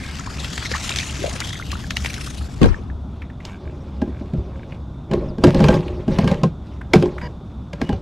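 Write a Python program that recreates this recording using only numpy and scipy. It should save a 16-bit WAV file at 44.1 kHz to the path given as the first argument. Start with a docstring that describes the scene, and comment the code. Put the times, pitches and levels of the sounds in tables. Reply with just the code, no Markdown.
"""A hooked fish splashes toward a plastic kayak on a calm lake and is swung aboard with a thud. Spray and slaps
are shaped noise, and bubbles are dying sines that climb in pitch. Then rod and gear knock, scrape and tick on
the hollow hull, whose modes ring as dying sines. Filtered noise makes the low rumble and faint insects; short
thin tones sound faintly. The sound is wide at first and folds to the centre from about 3 s; the loudest blows
are limited."""
import sys
import numpy as np
from scipy import signal
from scipy.io import wavfile
from scipy.ndimage import uniform_filter1d, minimum_filter1d

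SR = 44100
rng = np.random.default_rng(int(sys.argv[2]) if len(sys.argv) > 2 else 0)


def undo_db(level):
    """Turn decibels back into plain size, where 20 dB means ten times bigger."""
    steps = np.asarray(level, float) / 20
    return 10 ** steps


def generate_wav(sig):
    """Save sig (samples, or channels by samples) to the path in sys.argv[1] as 16-bit PCM at SR."""
    pcm = np.round(np.clip(np.atleast_2d(sig).T, -1, 1) * 32767).astype(np.int16)
    wavfile.write(sys.argv[1], SR, pcm)


N = 353241
T = np.arange(N) / SR  # time in seconds

# The fish thrashes and throws spray. Each row: start in seconds, time held in seconds, level in dB.
THRASHES = [(.41, 0.02, -30.5), (.58, 0.039, -31), (.72, 0.034, -29.5), (.85, 0.21, -27.5),
            (1.2, 0.27, -33), (1.71, 0.036, -38), (2.02, 0.012, -33), (2.17, 0.057, -36)]
# Steady wash behind the fish. Each row: time in seconds, level in dB.
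WASH = [(0, -34.5), (1.5, -38.5), (1.65, -46), (2.4, -45.5), (2.62, -54)]
# Tone colour of the water. Each row: frequency in Hz, relative level per Hz in dB.
WATER_COLOUR = [(210, -41), (350, -4.5), (837, -1), (1680, 2.5), (3400, 2), (6900, -2.5), (12000, -18.5),
                (15500, -34)]


def spray():
    """Drops falling in clumps fizz as patchy noise, with swarms of small bubbles among them."""
    swarm = np.zeros(N)
    for hz in np.geomspace(1200, 7000, 16):
        bubble = plop(hz, cycles=rng.uniform(2.5, 8), rise=0.0505)
        swarm += signal.oaconvolve(grains(55, spread_db=5.5), bubble)[:N]
    clumps = undo_db(3.1 * evened(uniform_filter1d(rng.standard_normal(N), 500)))
    mist = evened(clumps * patches(3.2, frames=30, bins=4))
    drops = grains(1500, spread_db=12.0)
    fizz = colour(mist + 0.29 * drops, WATER_COLOUR)
    # the fish draws close between these seconds, and nearer spray is brighter
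    fizz += np.interp(T, [1.2, 2.1], [0, 0.9]) * np.diff(fizz, prepend=0)
    power = efforts(THRASHES, rise_db_per_s=135, fall_db_per_s=49) + level(WASH) ** 2
    return np.sqrt(power) * evened(fizz + 0.61 * evened(swarm))


# Slaps and big drops on the water; the last rows are the wet fish slapping down as it lands aboard. # Each row:
# start in seconds, peak level before colouring in dB, favoured pitch in Hz.
SLAPS = [(0.444, -16, 2170), (0.5765, -14, 1700), (0.714, -19, 1610), (0.892, -10.5, 3420),
         (0.9593, -9, 4850), (0.985, -11, 3870), (1.4025, -5.5, 6640), (1.49, -21, 4830),
         (1.716, -13, 3770), (1.9054, -9, 2900), (1.968, -3.5, 2450), (2.0457, -8.5, 1670),
         (2.0587, -9.5, 1720), (2.1393, -16.5, 3400), (2.615, -14, 2100), (2.63, -8, 1780),
         (2.656, -14, 1300)]


def slaps():
    """Water struck flat, and the wet fish landing aboard, give short, broad bursts of noise."""
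    return clicks(SLAPS, WATER_COLOUR, sharp=0.72, wide=0.99)


# Bubbles and drips. Each row: start in seconds, level before dying away in dB, starting pitch in Hz.
PLOPS = [(0.273, -16.5, 965), (0.625, -18, 1500), (0.713, -14, 407), (0.749, -11.5, 1030),
         (0.905, -14.5, 1250), (1.19, -18.5, 234), (1.219, -15, 317), (1.241, -5.5, 478), (1.257, -12, 540),
         (1.276, -15, 500), (1.424, -17, 2200), (1.506, -20, 1750), (1.531, -19.5, 1950),
         (1.555, -20, 2000), (1.598, -17.5, 1300), (1.625, -18, 1970), (1.73, -15.5, 1104),
         (1.754, -17, 1282), (1.843, -22.5, 1620), (2.274, -22, 1220), (2.744, -17.5, 1620),
         (2.9, -27, 1700)]


def plops():
    """Single bubbles ring and rise in pitch; the big, low ones climb most."""
    out = np.zeros(N)
    for s, db, hz in PLOPS:
        add(out, s, undo_db(db) * plop(hz, cycles=2.15 + hz / 900, rise=38 / hz))
    return out


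def plop(hz, cycles, rise):
    """A bubble: a dying sine whose pitch climbs."""
    turns = np.arange(int(5 * cycles * SR / hz)) * hz / SR
    tone = np.sin(2 * np.pi * turns * (1 + rise * turns / cycles))
    soft_start = np.minimum(turns, 1) ** 2  # over the first cycle
    return tone * np.exp(-turns / cycles) * soft_start


# Blows on the hull. Each row: start in seconds, strength in dB, pitch favoured by the spot struck
# in Hz, level of the crack before colouring in dB.
KNOCKS = [(2.616, 3, 233, -29), (2.639, -2.5, 97, -19.5), (4.015, -8, 251, -37.5), (4.074, -18, 256, -55),
          (4.206, -18.5, 237, -58), (4.334, -14, 166, -48), (4.381, -14, 72.7, -76),
          (5.111, -13, 192, -32.5), (5.133, -9, 350, -29.5), (5.381, -16.5, 208, -44),
          (5.437, 0.5, 298, -14), (5.444, -0.5, 218, -26), (5.467, -4, 139, -28.5), (5.544, -8, 256, -27.5),
          (5.602, -3.5, 206, -25), (5.639, -4.5, 136, -19.5), (5.683, 1, 213, -16),
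          (5.738, -7.5, 145, -30.5), (6.078, -8.5, 205, -38), (6.184, -5.5, 181, -25.5),
          (6.241, -4.5, 181, -33), (6.274, -16, 194, -23.5), (6.312, -7.5, 180, -28),
          (6.432, -7, 171.5, -24), (6.933, 1, 340, -10), (6.957, -0.5, 167, -40.5),
          (7.023, -7.5, 357, -29.5), (7.055, -14.5, 304, -36.5), (7.73, -23, 150, -35),
          (7.813, -12, 245, -28.5), (7.89, -11, 227, -32), (7.926, -11, 77.5, -37.5)]
# Low modes of the hull. Each row: frequency in Hz, relative level in dB, time to fall 60 dB in seconds.
HULL = [(69, 6, 0.1), (98, 0.5, 0.2), (143.6, 0.5, 0.17), (166, 2.5, 0.14), (205, 3.5, 0.11),
        (250.4, 2.5, 0.098), (292, 3, 0.075), (357.4, 3.5, 0.15), (402.4, -0.5, 0.14)]
# Upper modes of the thin deck. Each row: frequency in Hz, relative level in dB, 60 dB fall in seconds.
DECK = [(458, -2, 0.092), (548, -3.5, 0.094), (630, -2.5, 0.064), (801.7, -5.5, 0.08), (1030, -11.5, 0.063)]
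# Modes of rod and holder. Each row: frequency in Hz, relative level in dB, 60 dB fall in seconds.
ROD = [(1601, 4.5, 0.049), (2305, -1.5, 0.02), (2950, -3.5, 0.018), (4920, -11.5, 0.034),
       (6700, -22, 0.012)]
# Tone colour of hard contact. Each row: frequency in Hz, relative level per Hz in dB.
CRACK_COLOUR = [(530, -32.5), (900, -1), (1380, -9.5), (2480, -9), (4080, -15), (5630, -19.5),
                (15500, -46.5)]
DECK_SHIFT = 0.061  # the deck's modes move up or down by at most this share


def knocks():
    """Each blow rings the low modes near its spot and the deck; a rattling crack also rings the rod."""
    out, cracks, t = np.zeros(N), np.zeros(N), np.arange(12000) / SR
    for s, db, hz, crack_db in KNOCKS:
        slow_start = 1 - np.exp(-t / 0.009)  # the bass builds up slowly
        add(out, s, undo_db(db) * peaked(ring(HULL, hz) * slow_start))

        chatter = rng.standard_normal(900) * swell(t[:900], 0.0034)  # the contact bounces for a moment
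        deck = signal.oaconvolve(ring(DECK, shift=DECK_SHIFT), chatter)
        deck_db = 3.5 + db + 0.46 * (crack_db - db)  # harder contact, more upper ring
        add(out, s, undo_db(deck_db) * peaked(deck))

        flutter = evened(uniform_filter1d(rng.standard_normal(len(t)), 60))
        rattle = undo_db(2.05 * flutter) * rng.standard_normal(len(t))
        fade = swell(t, 0.003) ** 2 + 0.16 * swell(t, 0.013)
        burst = undo_db(crack_db) * fade * rattle
        add(cracks, s, burst)
        add(out, s, 0.58 * signal.oaconvolve(burst, ring(ROD, size=3000)))
    return out + 1.17 * colour(cracks, CRACK_COLOUR)


def ring(modes, near_hz=None, size=12000, shift=0.015):
    """Dying sines of a set of modes, strongest near near_hz, or weighted at random without it."""
    hz, db, t60 = np.transpose(modes)[:, :, None]
    if near_hz:
        weight = 0.19 + np.exp(-(np.log(hz / near_hz) / 0.28) ** 2)
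    else:
        weight = rng.uniform(0.14, 1, hz.shape)
    t = np.arange(size) / SR
    # each ring is detuned slightly at random, so its tones are less still
    hz = hz * (1 + shift * rng.uniform(-1, 1, hz.shape))
    sign = rng.choice([-1, 1], hz.shape)
    sines = weight * sign * undo_db(db - 60 * t / t60) * np.sin(2 * np.pi * hz * t)
    x = sines.sum(0)
    return x / np.linalg.norm(x)


# Gear and clothing dragged about. Each row: start in seconds, time held in seconds,
# level of the hull's shaking in dB, level of the gritty rustle in dB.
DRAGS = [(2.635, 0.035, -27, -31.5), (3.12, 0.11, -49.5, -61), (3.455, 0.03, -44, -45),
         (3.62, 1.15, -41.5, -57.5), (5.13, 0.12, -24, -53), (5.45, 0.041, -18.5, -34.5),
         (5.57, 0.18, -17.5, -34.5), (5.86, 0.15, -31.5, -51), (6.11, 0.22, -24, -39.5),
         (6.66, 0.08, -51, -56), (6.96, 0.054, -22.5, -40), (7.14, 0.12, -33.5, -51),
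         (7.45, 0.039, -60, -63), (7.81, 0.13, -32.5, -50)]
# Pitches in Hz favoured by the three places where gear rubs.
SPOTS_HZ = (202, 147, 340)


def scrapes():
    """Uneven slips shake the hull modes and rock the boat, while patchy grit hisses above."""
    low = np.zeros(N)
    for i, hz in enumerate(SPOTS_HZ):
        here = np.cos(np.pi * (1.3 * T - i / 3))  # the rubbed spot wanders
        body = ring(HULL, hz) + 0.45 * ring(DECK, shift=DECK_SHIFT)
        low += signal.oaconvolve(here * grains(400, spread_db=3.0), body)[:N]
    low = evened(low) + 0.48 * rocking()
    cloth = patches(3.5, frames=9, bins=8)
    grit = colour(0.35 * grains(600, spread_db=7.0) + cloth, CRACK_COLOUR)
    # a quiet resting level stays under the strokes
    shake = efforts(DRAGS, rise_db_per_s=347, fall_db_per_s=106) + undo_db(-52) ** 2
    rustle = efforts(DRAGS, rise_db_per_s=379, fall_db_per_s=139, axis=3) + undo_db(-66.5) ** 2
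    return np.sqrt(shake) * low + np.sqrt(rustle) * grit


# Short rubs and ratchets of rod and reel. Each row: start in seconds, length in seconds, level in dB,
# slip rate setting (actual slips come evenly, about 1.2 times as many per second), favoured pitch in Hz.
RUBS = [(0, .11, -41, 890, 2150), (3.461, .11, -50, 70, 2150), (3.633, .07, -53, 39, 2100),
        (4.04, .18, -57, 39, 2100), (4.52, .116, -54, 22.5, 2100), (7.213, .062, -38, 800, 1150),
        (7.213, .062, -47, 960, 4850)]


def rubs():
    """Trains of regular slips of uneven strength sing in the modes of deck and rod."""
    out = np.zeros(N)
    for s, length, db, rate, hz in RUBS:
        held = ring(DECK + ROD, hz, size=400) * np.linspace(1, 0, 400)  # the hand damps the ring
        turns = np.cumsum(rate / SR * rng.uniform(0.49, 1.9, int(length * SR)))
        slips = np.diff(np.floor(turns))  # one slip at each whole turn
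        slips = slips * (1 + 0.3 * rng.standard_normal(len(slips)))
        growing = (slips - slips.mean()) * undo_db(np.linspace(-3, 0, len(slips)))
        add(out, s, undo_db(db) * evened(signal.oaconvolve(growing, held)))
    return out


# Small ticks of reel, line and hooks.
# Each row: start in seconds, peak level before colouring in dB, favoured pitch in Hz.
TICKS = [(2.686, -22, 1500), (3.218, -26, 2120), (3.297, -36, 1800), (3.401, -34, 2050),
         (3.45, -15.5, 7350), (4.72, -34.5, 2350), (5.879, -27.5, 3204), (6.811, -28.5, 1590),
         (7.086, -35, 2200), (7.18, -24, 1571), (7.212, -28.5, 2000)]


def ticks():
    """Small hard parts touch and give short, pitched bursts of noise."""
    return clicks(TICKS, CRACK_COLOUR, sharp=3.2, wide=1.0)


def clicks(rows, spectrum, sharp, wide):
    """A short noisy burst with a faint tail, broad but strongest near its own pitch."""
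    out, t = np.zeros(N), np.arange(6000) / SR
    for s, db, hz in rows:
        length = 0.008 - 0.0008 * db  # seconds; softer bursts last longer
        noise = rng.standard_normal(len(t))
        pitched = evened(signal.lfilter(*signal.iirpeak(hz, sharp, SR), noise))
        snap = pitched + wide * np.diff(noise, prepend=0)
        fade = swell(t, length / 9) ** 2 + 0.12 * swell(t, length / 2)
        add(out, s, undo_db(db) * peaked(snap * fade))
    return colour(out, spectrum)


# Faint thin tones. Each row: start in seconds, length in seconds, level before flutter in dB,
# starting pitch in Hz, final pitch in Hz.
THIN_TONES = [(2.19, .095, -46, 2660, 2655), (5.281, .035, -51, 5800, 4070),
              (7.823, 0.13, -44.5, 2900, 2950)]


def thin_tones():
    """Soft sines move from a starting to a final pitch while their level flutters."""
    out = np.zeros(N)
    for s, length, db, start_hz, end_hz in THIN_TONES:
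        hz = np.geomspace(start_hz, end_hz, int(length * SR))
        flutter = evened(uniform_filter1d(rng.standard_normal(len(hz)), 200))
        fade = np.sqrt(np.hanning(len(hz)))
        tone = np.sin(2 * np.pi * np.cumsum(hz) / SR)
        add(out, s, undo_db(db + 3.5 * flutter) * fade * tone)
    return out


# Distant rumble. Each row: time in seconds, level in dB.
RUMBLE_LEVEL = [(0, -30.5), (2.8, -30), (3.3, -33.5), (8.01, -33.5)]
# Tone colour of the rumble. Each row: frequency in Hz, relative level per Hz in dB.
RUMBLE_COLOUR = [(20, -17), (59, -0.5), (144, -4), (245, -9.5), (505, -27), (667, -23), (1410, -32),
                 (1770, -47), (5690, -52.5), (15500, -74.5)]
# Dull drone in the rumble: pitch in Hz, width of each filter pass in Hz, level before its ebb in dB.
DRONE = (68.5, 9.8, -34.5)
# Thin band of insects: pitch in Hz, width of each filter pass in Hz, level in dB.
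INSECTS = (3550, 500, -64)


def ambience():
    """Far rumble with a wavering drone, and a thin band of insects, all from filtered noise."""
    rumble = level(RUMBLE_LEVEL) * evened(colour(rng.standard_normal(N), RUMBLE_COLOUR))
    hz, width, db = DRONE
    ebb = np.interp(T, [0, 3, 8], undo_db([2.5, 0, -3]))
    drone = ebb * undo_db(db) * band(hz, width)
    hz, width, db = INSECTS
    return rumble + drone + undo_db(db) * band(hz, width)


def band(hz, width):
    """Noise in one fuzzy resonance, filtered twice."""
    b, a = signal.iirpeak(hz, hz / width, SR)
    once = signal.lfilter(b, a, rng.standard_normal(N))
    return evened(signal.lfilter(b, a, once))


def rocking():
    """Deep, lumpy noise of the whole boat moving."""
    sos = signal.butter(2, [25, 70], "band", fs=SR, output="sos")
    return evened(signal.sosfilt(sos, rng.standard_normal(N)))


def grains(per_s, spread_db):
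    """Random clicks, a few of them large."""
    size = undo_db(spread_db * np.minimum(rng.exponential(1, N), 4)) * rng.standard_normal(N)
    return evened(size * (rng.random(N) < per_s / SR))


def patches(spread_db, frames, bins):
    """Noise whose short-time spectrum has random loud and quiet patches."""
    z = signal.stft(rng.standard_normal(N), nperseg=256)[2]
    field = rng.standard_normal(z.shape[::-1]).T
    field = uniform_filter1d(field, frames, axis=1)  # smooth in time
    field = evened(uniform_filter1d(field, bins, axis=0))  # smooth in pitch
    return evened(signal.istft(z * undo_db(spread_db * field), nperseg=256)[1][:N])


def efforts(rows, rise_db_per_s, fall_db_per_s, axis=2):
    """Power over time of strokes that rise, hold and die away; axis picks the dB column."""
    t, rows = T[::100], np.array(rows)[:, :, None]
    start, held = rows[:, 0], rows[:, 1]
    early = np.maximum(start - t, 0)
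    late = np.maximum(t - start - held, 0)
    db = rows[:, axis] - rise_db_per_s * early - fall_db_per_s * late
    return np.interp(T, t, (undo_db(db) ** 2).sum(0))


def level(rows):
    """Gain over time from rows of seconds and dB, faded to silence outside the table."""
    s, db = np.transpose(rows)
    inside = np.minimum(T - s[0], s[-1] - T)
    return undo_db(np.interp(T, s, db)) * np.clip(inside / 0.024 + 1, 0, 1)


def read(points, hz):
    """Reads a spectrum table on a log-frequency axis."""
    f, value = np.transpose(points)
    return np.interp(np.log(hz + 1), np.log(f + 1), value)


def colour(x, spectrum):
    """Filters with the given spectrum, without sounding ahead of time (minimum phase)."""
    log_gain = np.log(undo_db(read(spectrum, abs(np.fft.fftfreq(8192, 1 / SR)))) + 1e-5)
    taps = np.fft.ifft(np.exp(np.conj(signal.hilbert(log_gain)))).real[:4096]
    return signal.oaconvolve(x, taps / np.linalg.norm(taps))[:len(x)]


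def swell(t, rise):
    """Quick rise and fall, peak 1 at t = rise."""
    return t / rise * np.exp(1 - t / rise)


def evened(x):
    """Scales to rms 1."""
    return x / np.sqrt(np.mean(x ** 2) + 1e-20)


def peaked(x):
    """Scales to peak 1."""
    return x / abs(x).max()


def add(mix, s, sound):
    """Mixes a sound in at time s."""
    part = mix[round(s * SR):][:len(sound)]
    part += sound[:len(part)]


# Loudness between the ports. Each row: frequency in Hz, how much louder the left is in dB.
LEFT_LOUDER = [(60, 1), (240, 3), (950, 1), (3770, 2.5), (15000, 6.5)]
# Likeness of the ports. Each row: frequency in Hz, likeness from 0 to 1.
LIKENESS = [(60, 0.99), (240, 0.94), (950, 0.33), (3770, 0.89), (15000, 0.56)]
# Phase between the ports. Each row: frequency in Hz, phase by which the shared left sound leads in radians.
LEFT_LEAD = [(0, 0.27), (780, -0.42), (15200, 0.18)]
# The landing fish jolts the ports unalike: time in seconds, half length in seconds,
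# share of likeness lost (clipped at none left), how much louder the left becomes in dB.
THUD = (2.68, 0.064, 2.2, 0.51)
# Stereo width. Each row: time in seconds, share of the left-right difference kept.
WIDTH = [(0, 0.74), (2.85, 0.91), (3.1, 0.14), (3.5, 0)]


def scene():
    """Two microphone ports hear the mix partly alike, with the left louder."""
    left = spray() + slaps() + plops() + knocks() + scrapes() + rubs() + ticks() + thin_tones() + ambience()
    thud_s, half_s, likeness_lost, louder_db = THUD
    hz, t, z = signal.stft(left, SR, nperseg=512)
    jolt = np.exp(-((t - thud_s) / half_s) ** 4)
    same = np.clip(read(LIKENESS, hz)[:, None] * (1 - likeness_lost * jolt), 0, 1)
    random_phase = np.exp(2j * np.pi * rng.random(z.shape[::-1]).T)
    other = abs(z) * random_phase * np.sqrt(2)
    right = same * z + np.sqrt(1 - same ** 2) * other
    right = right * np.exp(-1j * read(LEFT_LEAD, hz))[:, None]
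    right = right / undo_db(read(LEFT_LOUDER, hz)[:, None] + louder_db * jolt)
    right = signal.istft(right, SR, nperseg=512)[1][:N]
    lurch = undo_db(-12.5) * rocking() * np.interp(T, t, jolt)
    left, right = left + lurch, right - 0.33 * lurch  # opposite in the two ports
    wide = np.interp(T, *np.transpose(WIDTH))
    return np.array([left, wide * right + (1 - wide) * left])


def band_limit(x):
    """A steep low-pass at the top of the band."""
    return signal.sosfilt(signal.butter(12, 15640, fs=SR, output="sos"), x)


def record(dry):
    """A quick limiter holds the loudest blows near full scale; what slips past clips; treble is cut."""
    loudest = -minimum_filter1d(-abs(dry).max(0), size=700)  # highest peak nearby
    peak = uniform_filter1d(loudest, size=500)
    held = dry / np.maximum(peak / 1.15, 1)
    clipped = np.clip(held, -1, 1)
    dull = signal.sosfilt(signal.butter(12, 14800, fs=SR, output="sos"), clipped)
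    return band_limit(dull)


dry = scene()
out = record(dry)
generate_wav(out)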